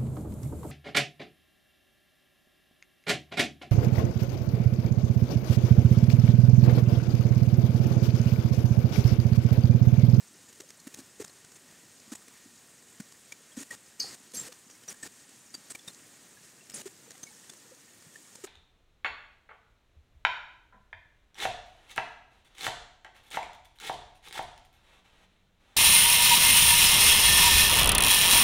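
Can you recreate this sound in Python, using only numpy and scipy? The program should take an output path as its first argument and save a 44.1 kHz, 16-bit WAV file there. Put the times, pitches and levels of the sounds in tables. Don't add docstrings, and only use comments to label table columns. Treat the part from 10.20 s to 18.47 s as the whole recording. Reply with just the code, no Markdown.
import sys
import numpy as np
from scipy import signal
from scipy.fft import rfft, irfft, next_fast_len
from scipy.io import wavfile
from scipy.ndimage import uniform_filter1d

SR = 44100
rng = np.random.default_rng(int(sys.argv[2]) if len(sys.argv) > 2 else 0)


def boost(x):
    u = np.asarray(x, float) / 20
    return 10 ** u


def int16_out(signal):
    q = np.round(np.clip(np.atleast_2d(signal).T, -1, 1) * 32767)
    wavfile.write(sys.argv[1], SR, q.astype(np.int16))


N = 364707


def shaped(x, gain):
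    size = next_fast_len(len(x))
    hz = np.maximum(np.fft.rfftfreq(size, 1 / SR), 1)
    return irfft(rfft(x, size) * gain(hz), size)[:len(x)]


def unit(x):
    return x / np.sqrt(np.mean(x ** 2))


def walk(rate):
    hold = int(SR / rate)
    steps = np.repeat(rng.standard_normal(N // hold + 1), hold)
    slewed = uniform_filter1d(uniform_filter1d(steps, hold), hold)
    return unit(slewed[:N])


def add(out, peak_s, rise_s, fade_s, wave):
    t = np.arange(len(wave)) / SR - rise_s
    swell = np.sin(np.pi / 2 * (1 + t / rise_s)) ** 2
    decay = np.exp(-np.maximum(t, 0) / fade_s)
    shape = np.where(t < 0, swell, decay)
    at = int((peak_s - rise_s) * SR) + np.arange(len(wave))
    inside = (at >= 0) & (at < N)
    out[at[inside]] += (shape * wave)[inside]


def rings(rows, partner=0.41, detune=0.029, count=2, trim_db=1.0):
    out = np.zeros(N)
    chances = rng.random((len(rows), 2, count + 1, 1))
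    for (s, hz, db, rise_ms, t60_ms), (pitch, phase) in zip(rows, chances):
        rise = max(rise_ms, .5) / 1000
        fade = max(t60_ms, 2) / 1000 / np.log(1000)
        turn = 2 * np.pi * hz * np.arange(int((rise + 6 * fade) * SR)) / SR
        main = np.sin(turn + 2 * np.pi * phase[0])
        detuned = turn * (1 + detune * (2 * pitch[1:] - 1))
        neighbours = np.sin(detuned + 2 * np.pi * phase[1:]).sum(axis=0)
        add(out, s, rise, fade, boost(db - trim_db) * (main + partner * neighbours))
    return out


def splashes(rows, spread, rise_ms=1.5, stretch=1.26, size=2048):
    out = np.zeros(N)
    for (s, db, centre_hz, fade_ms), spray in zip(rows, rng.standard_normal((len(rows), size))):
        burst = shaped(spray, lambda hz: np.exp(-(np.log(hz / centre_hz) / spread) ** 2 / 2))
        fade = stretch * max(fade_ms, .3) / 1000
        add(out, s, rise_ms / 1000, fade, boost(db) * unit(burst))
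    return out


# frequency in Hz, level in dB per Hz.
FAR_SPECTRUM = [(15, -57), (25, -33), (108, -5.5), (249, -2), (317, -4.5), (354, -5), (516, -8.5),
                (695, -11), (863, -11.5), (1160, -11.5), (1790, -9.5), (2000, -11), (3250, -12.5),
                (8360, -11.5), (16000, -25)]
# centre in Hz, width in Hz, lift in dB.
RESONANCES = [(1851, 71, 6), (6900, 1270, 5), (8260, 450, 4), (8900, 380, 1.5), (11500, 670, 1.5),
              (15300, 340, 7)]


def colour(hz):
    far_hz, far_db = np.transpose(FAR_SPECTRUM)
    db = np.interp(np.log(hz), np.log(far_hz), far_db)
    lift_db = sum(lift / (1 + (2 * (hz - f) / width) ** 2) for f, width, lift in RESONANCES)
    return boost(db + lift_db)


# time in seconds, hiss in dB, murmur in dB relative to the hiss.
SHOWER_STRENGTH = [
    (0.0, -59, -0.5),
    (0.76, -59, 0.5),
    (5.27, -59.5, -1.5),
    (5.53, -58, -0.5),
    (6.86, -59, 1.5),
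    (7.07, -58, -0.5),
    (7.56, -59.5, 0),
    (8.27, -58.5, -1),
]


def hiss(swell_db=0.57, flicker_db=0.7, trim_db=2):
    s, hiss_db, murmur_db = np.transpose(SHOWER_STRENGTH)
    t = np.arange(N) / SR
    hiss_db, murmur_db = np.interp(t, s, hiss_db), np.interp(t, s, murmur_db)
    far = unit(shaped(rng.standard_normal(N), colour))
    swell = swell_db * walk(25)
    out = np.zeros(N)
    for centre in 16 * 2. ** np.arange(11):
        band = shaped(far, lambda hz: np.cos(np.pi / 2 * np.clip(np.log2(hz / centre), -1, 1)) ** 2)
        out += band * boost(swell + flicker_db * walk(14) + murmur_db * (centre < 600))
    return out * boost(hiss_db + trim_db)


def side_flecks(count=34, db=-63, spread=.09, low_hz=4700, high_hz=15000):
    out = np.zeros(N)
    for (when, place), noise in zip(rng.random((count, 2)), rng.standard_normal((count, 2048))):
        centre_hz = low_hz * (high_hz / low_hz) ** place
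        band = unit(shaped(noise, lambda hz: abs(np.log(hz / centre_hz)) < spread))
        level = boost(db) * (colour(centre_hz) / colour(7000.0)) ** 0.89
        add(out, when * N / SR, .02, .012, level * band)
    return out * np.array([[1], [-1]])


def patter(count=700):
    s, place, size, length = rng.random((count, 4)).T
    hz = 150 * (10000 / 150) ** place ** .6
    level_db = -58 + 7 * size ** 2 + 20 * np.log10(colour(hz))
    rise_ms, t60_ms = 2 + 5 * length, 30 * (0.28 + length)
    return rings(np.transpose([s * N / SR, hz, level_db, rise_ms, t60_ms]), count=1)


def spatter(count, db, spread, scatter_db=6):
    s, place, size, length = rng.random((count, 4)).T
    level_db = db + scatter_db * size ** 2
    centre_hz, fade_ms = 5300 + 4200 * place, 0.45 + 5 * length
    return splashes(np.transpose([s * N / SR, level_db, centre_hz, fade_ms]), spread, size=1024)


# gate opening in seconds, time open in ms, lift in dB,
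# splash rms in dB with the gate shut.
GATE_DROPS = [(0.402, 7.9, 13, -55.5), (0.669, 11.7, 11, -60), (0.741, 6.8, 13.5, -55),
              (0.9986, 29.7, 11.5, -65), (1.0436, 7.1, 14, -54), (1.9182, 22, 11, -65),
              (1.951, 7.2, 11, -55), (2.799, 11.5, 12, -59), (3.1206, 7.5, 14.5, -60),
              (3.367, 68.6, 11, -68), (3.5055, 47, 11.5, -56), (3.794, 160, 10, -51),
              (4.1362, 150, 11.5, -65), (4.322, 7.4, 10.5, -56), (4.6782, 52, 12.5, -54),
              (4.8272, 50, 11.5, -53), (5.3405, 14.5, 12, -55), (5.5, 24, 11, -55),
              (5.5483, 11.7, 13.5, -57), (5.676, 12.3, 11.5, -59), (6.5372, 83, 11, -53),
              (6.656, 25, 9.5, -64), (7.0302, 11.2, 12.5, -62), (7.295, 8.8, 9.5, -52),
              (8.153, 5.6, 9.5, -49), (8.2384, 15.4, 13, -61)]
# peak in seconds, rms in dB with the gate shut.
OTHER_SPLASHES = [(0.2965, -57), (0.4915, -53), (0.601, -45.5), (0.7914, -56), (0.804, -51), (1.0808, -51),
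                  (1.3643, -60), (1.8008, -51), (2.925, -56), (3.4036, -52), (3.4154, -58), (3.8893, -54),
                  (3.9453, -54), (4.1199, -55), (4.5114, -48), (4.6373, -56), (4.7021, -56), (4.8651, -56),
                  (5.5195, -55), (5.5935, -53), (5.7341, -51), (5.7473, -46), (6.5, -54), (6.5697, -55),
                  (6.908, -57), (6.9161, -52), (6.9812, -59), (7.0701, -55), (7.324, -52), (7.9397, -57)]


def near_splashes(lag_ms=5, centre_hz=6230, scatter=0.11, fade_ms=2.2):
    rows = [(s + lag_ms / 1000, db) for s, *_, db in GATE_DROPS] + OTHER_SPLASHES
    chance = rng.uniform(-1.3, 1, (len(rows), 2))
    return splashes([(s, db, centre_hz * (1 + scatter * pitch), fade_ms * (1 + .3 * length))
                     for (s, db), (pitch, length) in zip(rows, chance)], spread=0.32)


# peak in seconds, pitch in Hz, peak level in dB
# with the gate shut, t60 in ms.
LEAF_THUMPS = [(0.4051, 383, -57, 85), (0.4406, 555, -53, 24), (0.6747, 259, -43, 39),
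               (0.7939, 269, -46.5, 21), (0.8045, 298, -48.5, 20), (1.0044, 432, -45, 28),
               (1.0048, 290, -53.5, 32), (1.0232, 407, -50, 47), (1.8818, 227, -48, 30),
               (1.9261, 260, -45, 28), (1.939, 257, -54, 25), (2.2634, 260, -50, 19),
               (2.8059, 206, -47, 45), (3.3793, 247, -40.5, 41), (3.412, 273, -51, 65),
               (3.8461, 787, -58.5, 30), (4.01, 248, -54, 60), (4.1432, 501, -57, 39),
               (4.2926, 506, -47.5, 50), (6.664, 390, -40, 57), (6.8813, 465, -52.5, 61),
               (6.9546, 763, -59.5, 46), (7.1135, 845, -56, 24), (7.3222, 374, -53, 24),
               (7.523, 526, -52.5, 45), (7.79, 109, -57, 81), (7.87, 152, -54, 90), (3.385, 106, -60, 110),
               (8.1903, 515, -56, 33), (8.2447, 388, -47, 53)]
# peak in
# seconds, pitch in Hz, peak level in dB.
PUDDLE_PINGS = [(0.5974, 4243, -57), (1.097, 4260, -55), (1.9223, 1270, -61), (3.1248, 2317, -50),
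                (3.322, 3280, -53), (3.5131, 1883, -43.5), (3.8012, 2862, -55.5), (3.8013, 2330, -57),
                (4.178, 4717, -58), (4.2922, 2947, -58), (4.6388, 3068, -57), (4.7463, 1702, -51),
                (4.8335, 1786, -49), (5.345, 4663, -50.5), (5.352, 4663, -50), (5.5554, 2330, -48),
                (5.597, 3471, -53), (5.6835, 3671, -47), (5.7061, 4158, -55), (5.7943, 2636, -55),
                (6.1731, 1685, -56), (6.4109, 2710, -57), (6.5276, 5138, -51), (6.6155, 2880, -57.5),
                (7.0732, 2214, -51.5), (7.133, 1800, -54.5), (7.3002, 3497, -52.5), (7.9606, 1795, -50),
                (8.2426, 1275, -66), (3.5141, 550, -59)]
# peak in seconds, pitch in Hz, peak level in dB.
LEAF_TICKS = [(0.2912, 7082, -54), (0.4914, 6382, -52), (0.5974, 6155, -55), (1.0487, 7106, -56),
              (1.9565, 7000, -51), (1.9594, 7935, -49), (3.1247, 6902, -55), (3.8015, 6337, -39),
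              (4.1428, 6145, -50.5), (4.15, 10263, -59), (4.1732, 6459, -50), (4.1992, 7469, -44),
              (4.2154, 7438, -48), (4.5085, 6792, -59), (4.6874, 5807, -44.5), (4.7016, 8897, -51),
              (4.8307, 6616, -58), (4.8315, 8033, -46), (5.5074, 9390, -54), (5.52, 7824, -53),
              (5.6811, 5593, -55), (5.7319, 7455, -53), (6.542, 10759, -60), (6.5462, 7171, -50),
              (6.5692, 6667, -54), (6.9117, 5881, -56), (7.2978, 6664, -56)]
# peak in seconds, pitch in Hz, peak level in dB.
METAL_CHIMES = [
    (4.146, 8350, -51),
    (4.16, 6200, -54),
    (4.1735, 7520, -42.5),
    (5.6811, 10468, -65),
    (6.546, 8560, -48.5),
    (6.546, 9900, -51),
    (7.036, 6280, -49.5),
]


def near_rings():
    rows = [(s, hz, db, 10, t60_ms) for s, hz, db, t60_ms in LEAF_THUMPS]
    # its drops, rise in ms, t60 in ms
    for drops, rise_ms, t60_ms in ((PUDDLE_PINGS, 7, 45), (LEAF_TICKS, 6.5, 35), (METAL_CHIMES, 7.3, 135)):
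        rows += [(*drop, rise_ms, t60_ms) for drop in drops]
    return rings(rows)


def foliage(x, db=-13, t60=.1):
    t = np.arange(8192) / SR
    tail = rng.standard_normal(len(t)) * np.exp(-t * np.log(1000) / t60) * (t > .004)
    return x + boost(db) * signal.fftconvolve(x, tail / np.linalg.norm(tail))[:N]


# peak in
# seconds, rms in dB, centre in Hz, fade in ms.
LONG_SPRAYS = [(3.8035, -40, 4850, 2.7), (3.812, -50.5, 4800, 47), (3.8, -58, 12200, 3.7),
               (3.8, -57, 14200, 6), (4.2, -59, 6140, 14), (4.148, -55.5, 10200, 27),
               (4.15, -58, 11300, 30), (4.15, -55, 6000, 20), (4.155, -60, 4600, 18),
               (4.502, -58, 6250, 36), (4.8, -62, 7037, 33), (5.508, -51, 8100, 8), (6.56, -55, 6800, 20)]


def sheet_and_leaf_sprays():
    return splashes(LONG_SPRAYS, spread=0.11, rise_ms=6, size=8192)


# peak in seconds, pitch in Hz, peak in dB, rise in ms, t60 in ms.
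SHEET_MODES = [
    (3.8038, 4900, -30.5, 1.19, 9),
    (3.803, 4295, -49, 5, 260),
    (3.806, 4358, -50, 5, 230),
    (3.808, 4490, -50, 6, 220),
    (3.808, 4632, -42.5, 8, 240),
    (3.804, 4752, -45, 4, 150),
    (3.803, 5030, -41, 4.3, 45),
    (3.806, 5098, -51, 5, 200),
    (3.826, 6475, -54, 12, 170),
]


def metal_sheet():
    return rings(SHEET_MODES, partner=.22, detune=.012, count=4)


def scene():
    far = hiss() + patter() + spatter(count=250, db=-68, spread=0.39)
    far += spatter(count=900, db=-63.5, spread=.08)
    near = foliage(near_rings() + near_splashes())
    return np.tile(far + near + metal_sheet() + sheet_and_leaf_sprays(), (2, 1))


# opening in seconds, lift in dB.
GATE_FLICKERS = [(0.0027, 3), (0.3272, 7), (0.4169, 7), (0.5033, 10.5), (1.0776, 6), (1.0968, 5),
                 (1.2462, 9.5), (1.3191, 5.5), (2.0177, 3), (2.0806, 9), (2.6246, 4.6), (2.9211, 9.5),
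                 (4.117, 6), (4.499, 7.5), (4.635, 4.5), (4.743, 4), (5.0914, 5.5), (5.59, 4), (6.4968, 14),
                 (6.506, 11), (6.5171, 8), (6.9057, 10), (6.917, 7), (6.953, 5), (6.977, 4.5), (7.1289, 2),
                 (7.243, 3), (7.3345, 8.5), (7.822, 6.5), (7.957, 6)]
# opening in seconds, lift in dB.
GATE_FLUTTERS = [
    (0.2855, 3),
    (0.772, 4.5),
    (0.788, 7),
    (1.3556, 5),
    (5.689, 4.5),
    (6.239, 2),
]


def gate_lift_db(flicker_ms=4.64, flutter_ms=18, edge=.0012):
    t, lift_db = np.arange(N) / SR, np.zeros(N)
    openings = [drop[:-1] for drop in GATE_DROPS]
    openings += [(s, flicker_ms, db) for s, db in GATE_FLICKERS]
    openings += [(s, flutter_ms, db) for s, db in GATE_FLUTTERS]
    for s, ms, db in openings:
        a, b = max(int((s - .01) * SR), 0), int((s + ms / 1000 + .01) * SR)
        since = t[a:b] - s
        step = np.tanh(since / edge) - np.tanh((since - ms / 1000) / edge)
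        lift_db[a:b] += db * step / 2
    return lift_db


def band_limit(x):
    return signal.sosfilt(signal.butter(12, 16340, fs=SR, output="sos"), x)


def record(dry):
    gated = dry[0] * boost(gate_lift_db())
    limited = shaped(gated, lambda hz: (hz < 15760) / np.sqrt(1 + (35 / hz) ** 6))
    return band_limit(limited + side_flecks())


dry = scene()
out = record(dry)
int16_out(out)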